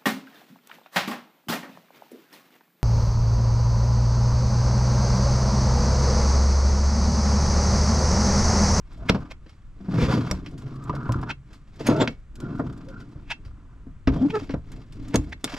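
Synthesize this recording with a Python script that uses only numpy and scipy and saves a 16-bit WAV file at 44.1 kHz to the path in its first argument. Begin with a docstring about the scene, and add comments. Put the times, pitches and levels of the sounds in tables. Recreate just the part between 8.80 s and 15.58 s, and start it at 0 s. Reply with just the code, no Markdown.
"""The plywood ramp door of a cargo trailer is closed on a concrete driveway, heard from arm's length.
Over a light breeze and a far engine, its flap slams over (0.3 s). The ramp is heaved up (1.2 s) with a
rattle and a whirr of its spring, and booms on the frame (2.3 s). A steel handle grinds out of its hasp
(3.1 s), turns the locking bar, forces the groaning cams home (5.3 s) and is latched (6.3 s).
Shoes and fittings scuff along the way."""
import sys
import numpy as np
from scipy import signal
from scipy.fft import rfft, irfft, next_fast_len
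from scipy.io import wavfile
from scipy.ndimage import uniform_filter1d

SR = 44100
rng = np.random.default_rng(int(sys.argv[2]) if len(sys.argv) > 2 else 0)


def unload_audio(sound):
    """Save the sound as a 16-bit wav file, at the path given as the first command line argument."""
    columns = np.transpose(np.atleast_2d(sound))
    # keep every value between -1 and 1, then stretch to whole-number steps
    steps = np.round(np.clip(columns, -1, 1) * 32767)
    wavfile.write(sys.argv[1], SR, steps.astype(np.int16))


N = 298998
TIME_S = np.arange(N) / SR
AGE_S = np.arange(SR // 2) / SR   # time since a blow

# Modes of the door. Each row: frequency in Hz, relative level in dB, t60 in seconds.
DOOR_MODES = [(85.4, -9.5, 0.18), (120, -1.5, 0.2), (154.9, -4, 0.25), (186.6, -3, 0.12), (224.4, -2, 0.13),
              (263.2, -1, 0.13), (302, -2, 0.12), (351.6, -6, 0.091), (426.6, -10.5, 0.12),
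              (508, -11, 0.037), (624, -17, 0.084), (685, -21, 0.18), (913, -35, 0.19)]
# Spectra of grit and of dull, mid and bright steel contacts.
# Each row: frequency in Hz, relative density in dB.
GRIT_SPECTRUM = [(300, -1), (600, 14), (1200, 9.5), (2200, 7), (3500, 1), (5200, 0), (7000, -8.5),
                 (9000, -17), (13000, -22), (15000, -44)]
CLACK_SPECTRUM = [(400, -20), (900, -5), (1400, 0.5), (2400, -3.5), (3100, -4.5), (4500, -52)]
SNAP_SPECTRUM = [(2000, -23), (3200, 2), (4200, 4.5), (5600, 3), (7000, -16), (9000, -41)]
TICK_SPECTRUM = [(5000, -13.5), (7200, -3), (9200, -9.5), (11000, -14), (13200, -16.5), (15000, -29)]


def from_db(db):
    """Decibels to gain."""
    return 10 ** (np.asarray(db) / 20)


def rms_one(x):
    """Scales x to rms 1."""
    return x / np.sqrt(np.mean(x ** 2) + 1e-20)


def even(x, span_s):
    """Holds the short-term rms at 1."""
    return x / np.sqrt(np.abs(uniform_filter1d(x * x, int(span_s * SR))) + 1e-12)


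def colour(x, spectrum):
    """Weights x with a spectrum of (Hz, dB) points."""
    hz, db = np.transpose(spectrum)
    size = next_fast_len(len(x))
    bins_hz = np.maximum(np.arange(size // 2 + 1) * SR / size, 1)
    gain = from_db(np.interp(np.log(bins_hz), np.log(hz), db))
    return irfft(rfft(x, size) * gain, size)[:len(x)]


def dull(x, edge_hz):
    """Low-pass: a soft contact excites little above its edge."""
    return signal.sosfilt(signal.butter(2, edge_hz, fs=SR, output="sos"), x)


def noise(spectrum, size=len(AGE_S)):
    """Coloured noise of rms 1."""
    return rms_one(colour(rng.standard_normal(size), spectrum))


def drift(rate_hz):
    """Random wander of rms 1."""
    return rms_one(np.interp(TIME_S * rate_hz, np.arange(N // 10), rng.standard_normal(N // 10)))


def grains(per_s, spread_db):
    """Tiny catches of rubbing surfaces, random in time and size."""
    catches = rng.random(N) < per_s / SR
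    sizes = from_db(spread_db * np.clip(rng.standard_normal(N), -2, 2))
    return catches * sizes * rng.choice([-1, 1], N)


def fade(t60_s):
    """Decay of 60 dB in t60_s."""
    return np.exp(-np.log(1000) * AGE_S / t60_s)


def stroke(full_s, hold_s, rise_s, fall_s):
    """Effort builds, holds and dies away, 20 dB per rise or fall time."""
    decades = np.maximum(full_s - TIME_S, 0) / rise_s + np.maximum(TIME_S - full_s - hold_s, 0) / fall_s
    return 10 ** -np.minimum(decades, 10)


def swell(middle_s, half_s, steepness=4):
    """Rounded rise and fall."""
    return 1 / (1 + np.abs((TIME_S - middle_s) / half_s) ** steepness)


def ring(x, modes):
    """Parallel resonances of (Hz, dB, t60 s), neighbours in opposite phase."""
    out = 0
    for k, (hz, db, t60_s) in enumerate(modes):
        radius = np.exp(-np.log(1000) / (t60_s * SR))
        feedback = [1, -2 * radius * np.cos(2 * np.pi * hz / SR), radius ** 2]
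        out += (-1) ** k * from_db(db) * signal.lfilter([.5, 0, -.5], feedback, x + 1e-18)
    return out


def add(track, start_s, sound):
    """Mixes a sound into a track."""
    start = max(round(start_s * SR), 0)
    track[start:start + len(sound)] += sound[:max(N - start, 0)]


def outdoors(air_db=-46, engine_hz=113, engine_db=-59, breeze_db=-46, gust_db=3):
    """Open air, the wavering hum of a far engine and a light breeze."""
    # Spectra. Each row: frequency in Hz, relative density in dB.
    air_spectrum = [(12, -33.5), (20, 7.5), (53, 3.5), (130, -8.5), (208, -15.5), (275, -18.5),
                    (504, -30.5), (828, -34.5), (1180, -28.5), (2110, -36.5), (4830, -48.5), (7730, -48),
                    (12700, -67), (14600, -80.5)]
    breeze_spectrum = [(10, -8), (30, -3), (60, -13), (100, -14.5), (200, -25.5), (600, -88.5)]
    pitch_hz = engine_hz * (1 + 0.02 * drift(rate_hz=8.9))
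    engine = np.sin(2 * np.pi * np.cumsum(pitch_hz) / SR)
    breeze = noise(breeze_spectrum, N) * from_db(gust_db * drift(rate_hz=4.5))
    air = noise(air_spectrum, N)
    return from_db(air_db) * air + from_db(engine_db) * engine + from_db(breeze_db) * breeze


def scuffs(ring_db=-3, ring_t60_s=0.008, rasp_db=-4):
    """Soles and fittings slide briefly, rasping in one broad resonance."""
    # Each row: middle in seconds, level in dB, half-length in seconds, resonance in Hz,
    # grit in dB re that level.
    slides = [(0.293, -21, 0.0034, 2200, -4.5), (.516, -41.5, .0058, 2470, 3.5),
              (1.231, -37, .027, 2415, 5), (1.338, -46, 0.026, 5000, 6), (2.498, -30.5, .0045, 876, -21),
              (2.509, -28.5, 0.0064, 2600, -18), (3.075, -33.5, .0075, 2400, 7.5),
              (3.218, -25, 0.0095, 3520, -12.5), (4.516, -24.5, 0.0075, 2510, -23.5),
              (5.376, -56.5, 0.039, 3200, -13.5), (5.506, -35, .0046, 2640, -14.5),
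              (5.742, -41, .0038, 509, -26), (6.351, -27.5, .0081, 477, -15),
              (6.529, -30.5, 0.0035, 2020, -14)]
    # Each row: frequency in Hz, relative density in dB.
    rasp_spectrum = [(400, -19), (900, 10.5), (1150, -10), (1550, 8.5), (2400, 4.5), (3300, -4),
                     (6000, -11), (9000, -50)]
    out, centre_s = np.zeros(N), AGE_S.mean()
    for middle_s, db, half_s, hz, grit_db in slides:
        resonance = ring(rng.standard_normal(len(AGE_S)), [(hz, 0, ring_t60_s)])
        rasp = from_db(ring_db) * rms_one(dull(resonance, edge_hz=6500))
        rasp += from_db(rasp_db) * noise(rasp_spectrum) + from_db(grit_db) * noise(GRIT_SPECTRUM)
        envelope = (1 + ((AGE_S - centre_s) / half_s) ** 4) ** -0.61
        add(out, middle_s - centre_s, from_db(db) * envelope * rasp)
    return out


def brackets(x, ring_db=-2, direct_db=-2):
    """Whatever touches the steelwork rings briefly in its high modes."""
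    # Each row: frequency in Hz, t60 in seconds.
    modes = [(2190, 0.077), (2670, 0.1), (3240, 0.067), (3520, 0.044), (4080, 0.063), (4800, 0.032),
             (5550, 0.036), (6600, 0.033), (7400, 0.041)]
    peaks = [signal.iirpeak(hz, np.pi * hz * t60_s / np.log(1000), fs=SR) for hz, t60_s in modes]
    ringing = sum(signal.lfilter(b, a, x + 1e-18) for b, a in peaks)
    return from_db(direct_db) * x + from_db(ring_db) * ringing


def loose_fittings(grit, per_s=13, grit_cap_db=-63.5, rise_s=0.0029, t60_s=0.086):
    """Rivets and fittings tick unevenly while the door moves, following the grit up to a cap."""
    envelope = np.zeros(N)
    pulse = (1 - np.exp(-AGE_S / rise_s)) * fade(t60_s)
    for k, (offset, size) in enumerate(rng.random((int(per_s * N / SR), 2))):
        start_s = (k + offset) / per_s
        drive = min(np.interp(start_s, TIME_S, grit), from_db(grit_cap_db))
        add(envelope, start_s, drive * from_db(3.5 + 2 * size) * pulse)
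    bands = ((CLACK_SPECTRUM, 1), (SNAP_SPECTRUM, 0), (TICK_SPECTRUM, -3))
    return envelope * sum(from_db(db) * noise(spectrum, N) for spectrum, db in bands)


def singing(trim_db=-2, flutter_db=5):
    """Flap, panel, spring and bar: each move feeds a narrow resonance that swells and flutters."""
    # Each row: middle and half-length in seconds, frequency and width in Hz, relative level in dB.
    resonances = [(0.219, .035, 52, 15, -31.5), (.22, 0.038, 650, 157, -48.5),
                  (1.27, 0.11, 490, 110, -34.5), (1.22, 0.03, 3500, 160, -54),
                  (1.333, 0.05, 4690, 170, -52), (2.13, 0.37, 132, 16, -35), (2.13, 0.17, 1200, 220, -46.5),
                  (2.102, 0.0085, 1185, 130, -25), (2.257, .11, 1343, 320, -44),
                  (2.496, .02, 1460, 210, -43), (3.14, 0.057, 614, 54, -35), (3.221, 0.017, 904, 25, -21),
                  (3.219, 0.014, 7390, 700, -46), (3.7, 0.091, 1425, 180, -50),
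                  (3.799, 0.0076, 1405, 140, -31), (4.169, 0.048, 1430, 230, -44),
                  (5.411, 0.059, 596, 293, -38.5), (6.298, 0.14, 280.7, 70, -41)]
    out = np.zeros(N)
    for middle_s, half_s, hz, width_hz, db in resonances:
        phase = 2 * np.pi * hz * TIME_S
        band = drift(width_hz) * np.cos(phase) + drift(width_hz) * np.sin(phase)
        gain = from_db(db + trim_db + flutter_db * drift(rate_hz=55))
        out += swell(middle_s, half_s, steepness=5.8) * gain * even(band, span_s=0.048)
    return out


def friction(whirr_trim_db=-2.5, grit_trim_db=3.5, judder_db=4):
    """Moving joints catch and slip, shaking panel and steelwork and shedding a gritty hiss."""
    # Moves of flap, ramp, handle, bar and hasp. Each row: time of full effort, hold, rise and fall
    # in seconds, then relative levels of panel shudder, steel whirr and grit in dB.
    moves = [(.12, .03, 0.067, 0.064, -51, -55.5, -59.5), (0.262, 0.16, 0.14, 0.12, -35.5, -49, -65),
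             (.68, 0.017, 0.085, .2, -59, -89, -71), (1.19, 0.055, .12, .1, -19.5, -35, -44),
             (1.317, 0.057, 0.094, .2, -19.5, -32.5, -41.5), (1.62, 0.43, 0.28, 0.17, -40, -57.5, -66),
             (2.169, 0.343, 0.28, 0.036, -34.5, -41.5, -65), (2.713, .02, .1, .12, -50, -62.5, -69),
             (3.046, 0.044, 0.12, 0.041, -38.5, -54, -48.5), (3.09, 0.11, 0.072, 0.098, -24.5, -49, -43),
             (3.63, 0.2, .07, 0.3, -31, -47.5, -64), (4.036, .17, .2, 0.68, -42, -58, -69),
             (4.727, 0.37, .2, 0.28, -57, -67, -100.5), (5.3, 0.13, .02, 0.27, -26.5, -48, -56.5),
             (5.56, 0.01, .06, 0.15, -42.5, -69, -47), (5.93, 0.066, .1, 0.1106, -41, -62, -61.5),
             (6.176, 0.32, .12, .15, -41, -63, -63), (6.74, 0.05, .1, .1, -55.5, -49, -43)]
    # Spring and bar. Each row: frequency in Hz, relative level in dB, t60 in seconds.
    steel_modes = [(695, -12, 0.052), (1004, 1.5, 0.016), (1197, -4.5, 0.047), (1373, 1, 0.014),
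                   (1670, -7.5, 0.0092)]
    power = sum((from_db(move[4:])[:, None] * stroke(*move[:4])) ** 2 for move in moves)
    shudder, whirr, grit = np.sqrt(power)
    judder = from_db(judder_db * drift(rate_hz=90))
    damped_modes = [(hz, db, 0.57 * t60_s) for hz, db, t60_s in DOOR_MODES]
    panel = ring(grains(per_s=700, spread_db=5.5), damped_modes)
    panel = shudder * even(dull(panel, edge_hz=760), span_s=0.06)
    steel = ring(grains(per_s=980, spread_db=2), steel_modes)
    steel = from_db(whirr_trim_db) * whirr * even(dull(steel, edge_hz=3700), span_s=0.035)
    hiss = colour(grains(per_s=2500, spread_db=2), GRIT_SPECTRUM)
    hiss = from_db(grit_trim_db) * grit * rms_one(brackets(hiss, ring_db=3, direct_db=-1.5))
    return panel + judder * (steel + hiss) + brackets(loose_fittings(grit))


def handle(level_db=-27):
    """Dragged over the hasp, the flat handle rings in its bending modes."""
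    # Each row: frequency in Hz, relative level in dB, t60 in seconds.
    modes = [(373.4, 3, 0.057), (485, -4, 0.048), (611, -6.5, 0.24), (660, -3.5, 0.15), (887, -6, 0.039),
             (1330, -9, 0.11), (1470, -14, 0.086)]
    ringing = dull(ring(grains(per_s=830, spread_db=4), modes), edge_hz=2200)
    effort = stroke(full_s=3.09, hold_s=0.15, rise_s=0.011, fall_s=0.03)
    return from_db(level_db) * effort * even(ringing, span_s=0.076)


def groans(jitter=0.035, trim_db=2, rough_db=2.5):
    """The loaded bar sticks and slips in its brackets: a gliding tone, richest at peak effort."""
    # Each row: middle and half-length in seconds, slip rate in Hz, glide in Hz per second,
    # relative level in dB, overtone gain in dB.
    slip_trains = [(4.093, 0.023, 520, 300, -44, -25), (5.442, .027, 270, 449, -14.5, -24),
                   (5.558, .022, 428, -150, -21.5, -1.5)]
    # Each row: multiple of the slip rate, relative level in dB.
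    harmonics = [(2, -10.5), (3, -7.5), (4, -15.5), (5, -29), (6, -24)]
    out = np.zeros(N)
    for middle_s, half_s, hz, glide_hz_per_s, db, bite_db in slip_trains:
        effort = swell(middle_s, half_s)
        pitch_hz = hz + glide_hz_per_s * np.clip(TIME_S - middle_s, -2 * half_s, 2 * half_s)
        phase = 2 * np.pi * np.cumsum(pitch_hz * (1 + jitter * drift(rate_hz=170))) / SR
        overtones = sum(from_db(harmonic_db + rough_db * drift(rate_hz=520)) * np.sin(k * phase)
                        for k, harmonic_db in harmonics)
        out += effort * from_db(db + trim_db) * (np.sin(phase) + effort * from_db(bite_db) * overtones)
    return out


def clicks(firm_db=-21.5, firm_contact_s=0.00015, tail_db=-27, tail_t60_s=0.2):
    """Steel meets steel: a crack of dense, damped modes and a faint tail from the frame."""
    # Each row: start in seconds, relative level in dB, brightness in dB, t60 in seconds.
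    contacts = [(0.2963, -21, -13.5, .02), (0.346, -46, -17, .072), (.6623, -64, -20, 0.058),
                (.693, -62, -7.5, .09), (1.14, -48, -8.5, .039), (1.512, -28.5, 0, 0.015),
                (1.6615, -47, -15, .062), (1.7773, -59.5, 0, 0.15), (1.956, -61, -2, 0.053),
                (2.038, -60, 5.5, 0.041), (2.0947, -50.5, -24.5, .043), (2.151, -52, -4.5, .06),
                (2.3208, -41, 0.5, 0.027), (2.4136, -57.5, 1, .038), (2.7291, -59, -4, .15),
                (3.005, -56.5, -10, .15), (3.0668, -45, 0, .05), (3.275, -30.5, -20, .029),
                (3.5548, -56, 2.5, .05), (3.602, -52, 2, 0.038), (3.9255, -63.5, -2, 0.075),
                (3.975, -63.5, -0.5, .06), (4.0856, -53, -7.5, .035), (4.2013, -60, -6.5, 0.12),
                (4.503, -39.5, -13.5, 0.033), (4.6488, -62, -9.5, .15), (5.2729, -37, -21, .057),
                (5.693, -53, -20.5, .065), (5.7057, -52.5, -15, .1), (5.9173, -54.5, 1.5, .046),
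                (6.123, -56.5, -2.5, .072), (6.282, -57, 5, .036), (6.3422, -32.5, -5, .028),
                (6.3571, -27, 2, .023), (6.6425, -26.5, 0, .028), (6.6757, -50, -27, .074),
                (6.7146, -57, -11, .075)]
    out = np.zeros(N)
    for start_s, db, bright_db, t60_s in contacts:
        bands = ((CLACK_SPECTRUM, 5 - 0.39 * bright_db), (SNAP_SPECTRUM, 4),
                 (TICK_SPECTRUM, 3 + bright_db))
        crack = sum(from_db(db + band_db) * noise(spectrum) for spectrum, band_db in bands)
        contact_s = firm_contact_s * from_db(0.33 * (firm_db - db))   # light touches start softly
        attack = 1 - np.exp(-AGE_S / contact_s)
        add(out, start_s, crack * attack * (fade(t60_s) + from_db(tail_db) * fade(tail_t60_s)))
    return out


def pings():
    """Struck hinges, hasp and handle ring in single modes."""
    # Each row: start in seconds, frequency in Hz, level in dB, t60 in seconds.
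    tones = [(.298, 452, -8, .035), (0.294, 1350, -10, 0.022), (.297, 2210, -21.5, 0.022),
             (.298, 3950, -23, .03), (1.513, 5610, -21, 0.026), (2.096, 997, -18, 0.06),
             (2.293, 1028, -17, 0.042), (3.067, 6530, -31, 0.13), (3.067, 9120, -33, 0.094),
             (3.067, 10200, -40.5, 0.083), (3.067, 11900, -38, 0.076), (3.276, 2239, -45.5, 0.24),
             (3.274, 3182, -35, 0.06), (6.346, 485, -14.5, 0.085), (6.394, 296, -23, 0.14),
             (6.358, 6440, -15.5, 0.018)]
    out = np.zeros(N)
    for start_s, hz, db, t60_s in tones:
        add(out, start_s, from_db(db) * np.sin(2 * np.pi * hz * AGE_S) * fade(t60_s))
    return out


def struck_door(boom_hz, focus_db_per_octave=4.5):
    """A blow wakes the door's modes, less so below its own boom."""
    out = 0
    for hz, db, t60_s in DOOR_MODES:
        octaves_below = max(np.log2(boom_hz / hz), 0)
        gain = from_db(db - focus_db_per_octave * octaves_below + rng.normal(0, 1.3))
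        out += gain * np.sin(2 * np.pi * (hz * AGE_S + rng.random())) * fade(t60_s)
    return out


def knocks(heave_hz=52, firm_db=-8.5, firm_contact_s=0.0014):
    """A blow bends the panel, wakes its modes, rattles the frame and rocks the trailer."""
    # Each row: start in seconds; boom's relative level in dB, frequency in Hz and t60 in seconds;
    # relative levels of trailer heave and frame clang in dB.
    blows = [(.296, -14.5, 187, 0.11, -25, -20.5), (.346, -22, 201.7, .11, -31, -25.5),
             (0.659, -47, 326, 0.049, -57, -54), (1.003, -39, 196, 0.16, -47.5, -52.5),
             (1.084, -26, 187, .16, -37.5, -39), (1.135, -26, 167, 0.43, -34, -32),
             (1.225, -31, 90, .2, -22, -39), (1.51, -32, 185, 0.37, -26, -28),
             (2.094, -25.5, 141, 0.12, -41, -35.5), (2.135, -40, 301, 0.099, -35.5, -34.5),
             (2.29, -22, 118, .22, -30.5, -33), (2.354, -24, 123.7, 0.2, -28, -53),
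             (3.004, -26.5, 436, 0.057, -52, -35.5), (3.086, -12.5, 256.5, 0.11, -45, -20),
             (3.112, -16.5, 295, 0.087, -47.5, -23.5), (3.199, -19, 259, .17, -45.5, -25),
             (3.214, -21, 275, 0.16, -45, -16.5), (3.277, -26, 234, 0.076, -54.5, -35.5),
             (3.794, -23, 271, 0.14, -43, -25.5), (3.865, -31, 131.6, 0.2, -35.5, -50),
             (4.355, -41, 127, 0.073, -38.5, -51), (4.662, -49, 121.5, .13, -37, -58),
             (5.068, -39, 263.3, .12, -48.5, -60), (5.274, -15.5, 269.3, .14, -17, -22),
             (5.359, -33, 260, 0.13, -27.5, -33), (5.62, -31, 265, .1, -42, -50),
             (5.695, -30, 276.5, 0.17, -41, -34), (5.739, -22, 175, 0.052, -31, -32),
             (6.342, -12.5, 197, 0.043, -38, -19), (6.367, -27, 120.8, 0.087, -25.5, -46),
             (6.392, -35.5, 135, .09, -24.5, -54), (6.638, -23.5, 283, .045, -53.5, -32.5),
             (6.735, -31.5, 278, 0.06, -51, -47)]
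    # Each row: frequency in Hz, relative density in dB.
    clang_spectrum = [(300, -4.5), (480, 9), (650, 5), (780, -2.5), (930, -0.5), (1300, -5.5),
                      (1800, -12.5), (3500, -53.5)]
    out = np.zeros(N)
    heave_phase = 2 * np.pi * heave_hz * AGE_S
    for start_s, boom_db, boom_hz, t60_s, heave_db, clang_db in blows:
        contact_s = firm_contact_s * from_db(0.071 * (firm_db - boom_db))   # gentle blows press longer
        attack = 1 - np.exp(-AGE_S / contact_s)
        heave = (np.sin(heave_phase) + np.sin(heave_phase * rng.uniform(1.2, 1.6))) * fade(t60_s=0.33)
        bend = -np.sin(2 * np.pi * boom_hz * AGE_S) * fade(t60_s)
        boom = from_db(7) * bend + from_db(-3) * struck_door(boom_hz)
        clang = noise(clang_spectrum) * (fade(t60_s=0.072) + from_db(-14) * fade(t60_s=0.22))
        blow = from_db(boom_db) * boom + from_db(heave_db + 2) * heave + from_db(clang_db + 2) * clang
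        add(out, start_s, attack * blow)
    return out


def widen(mid, scatter_t60_s=0.1, scatter_db=-5, quadrature_db=-4):
    """Left and right differ in phase and in faint reflections off door and ground."""
    # Each row: frequency in Hz, gain of the side signal in dB.
    side_spectrum = [(40, -10), (130, -25.5), (300, -15.5), (700, -10.5), (1500, -5.5), (3000, -3),
                     (10000, -6.5)]
    scatter = rng.standard_normal(len(AGE_S)) * fade(scatter_t60_s)
    reflected = signal.fftconvolve(mid, scatter / np.linalg.norm(scatter))[:N]
    quadrature = signal.hilbert(mid, next_fast_len(N)).imag[:N]
    side = colour(from_db(quadrature_db) * quadrature + from_db(scatter_db) * reflected, side_spectrum)
    return np.array([mid + side, mid - side])


def scene():
    """The door, straight ahead, in the open air."""
    door = friction() + knocks() + brackets(clicks() + pings() + scuffs())
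    return widen(door + handle() + singing() + groans() + outdoors())


def record(dry, cutoff_hz=14000):
    """Rounds the loudest peaks and cuts the top."""
    rounded = 0.89 * np.tanh(dry / 0.94)
    return signal.sosfilt(signal.cheby1(10, 0.2, cutoff_hz, fs=SR, output="sos"), rounded)


dry = scene()
out = record(dry)
unload_audio(out)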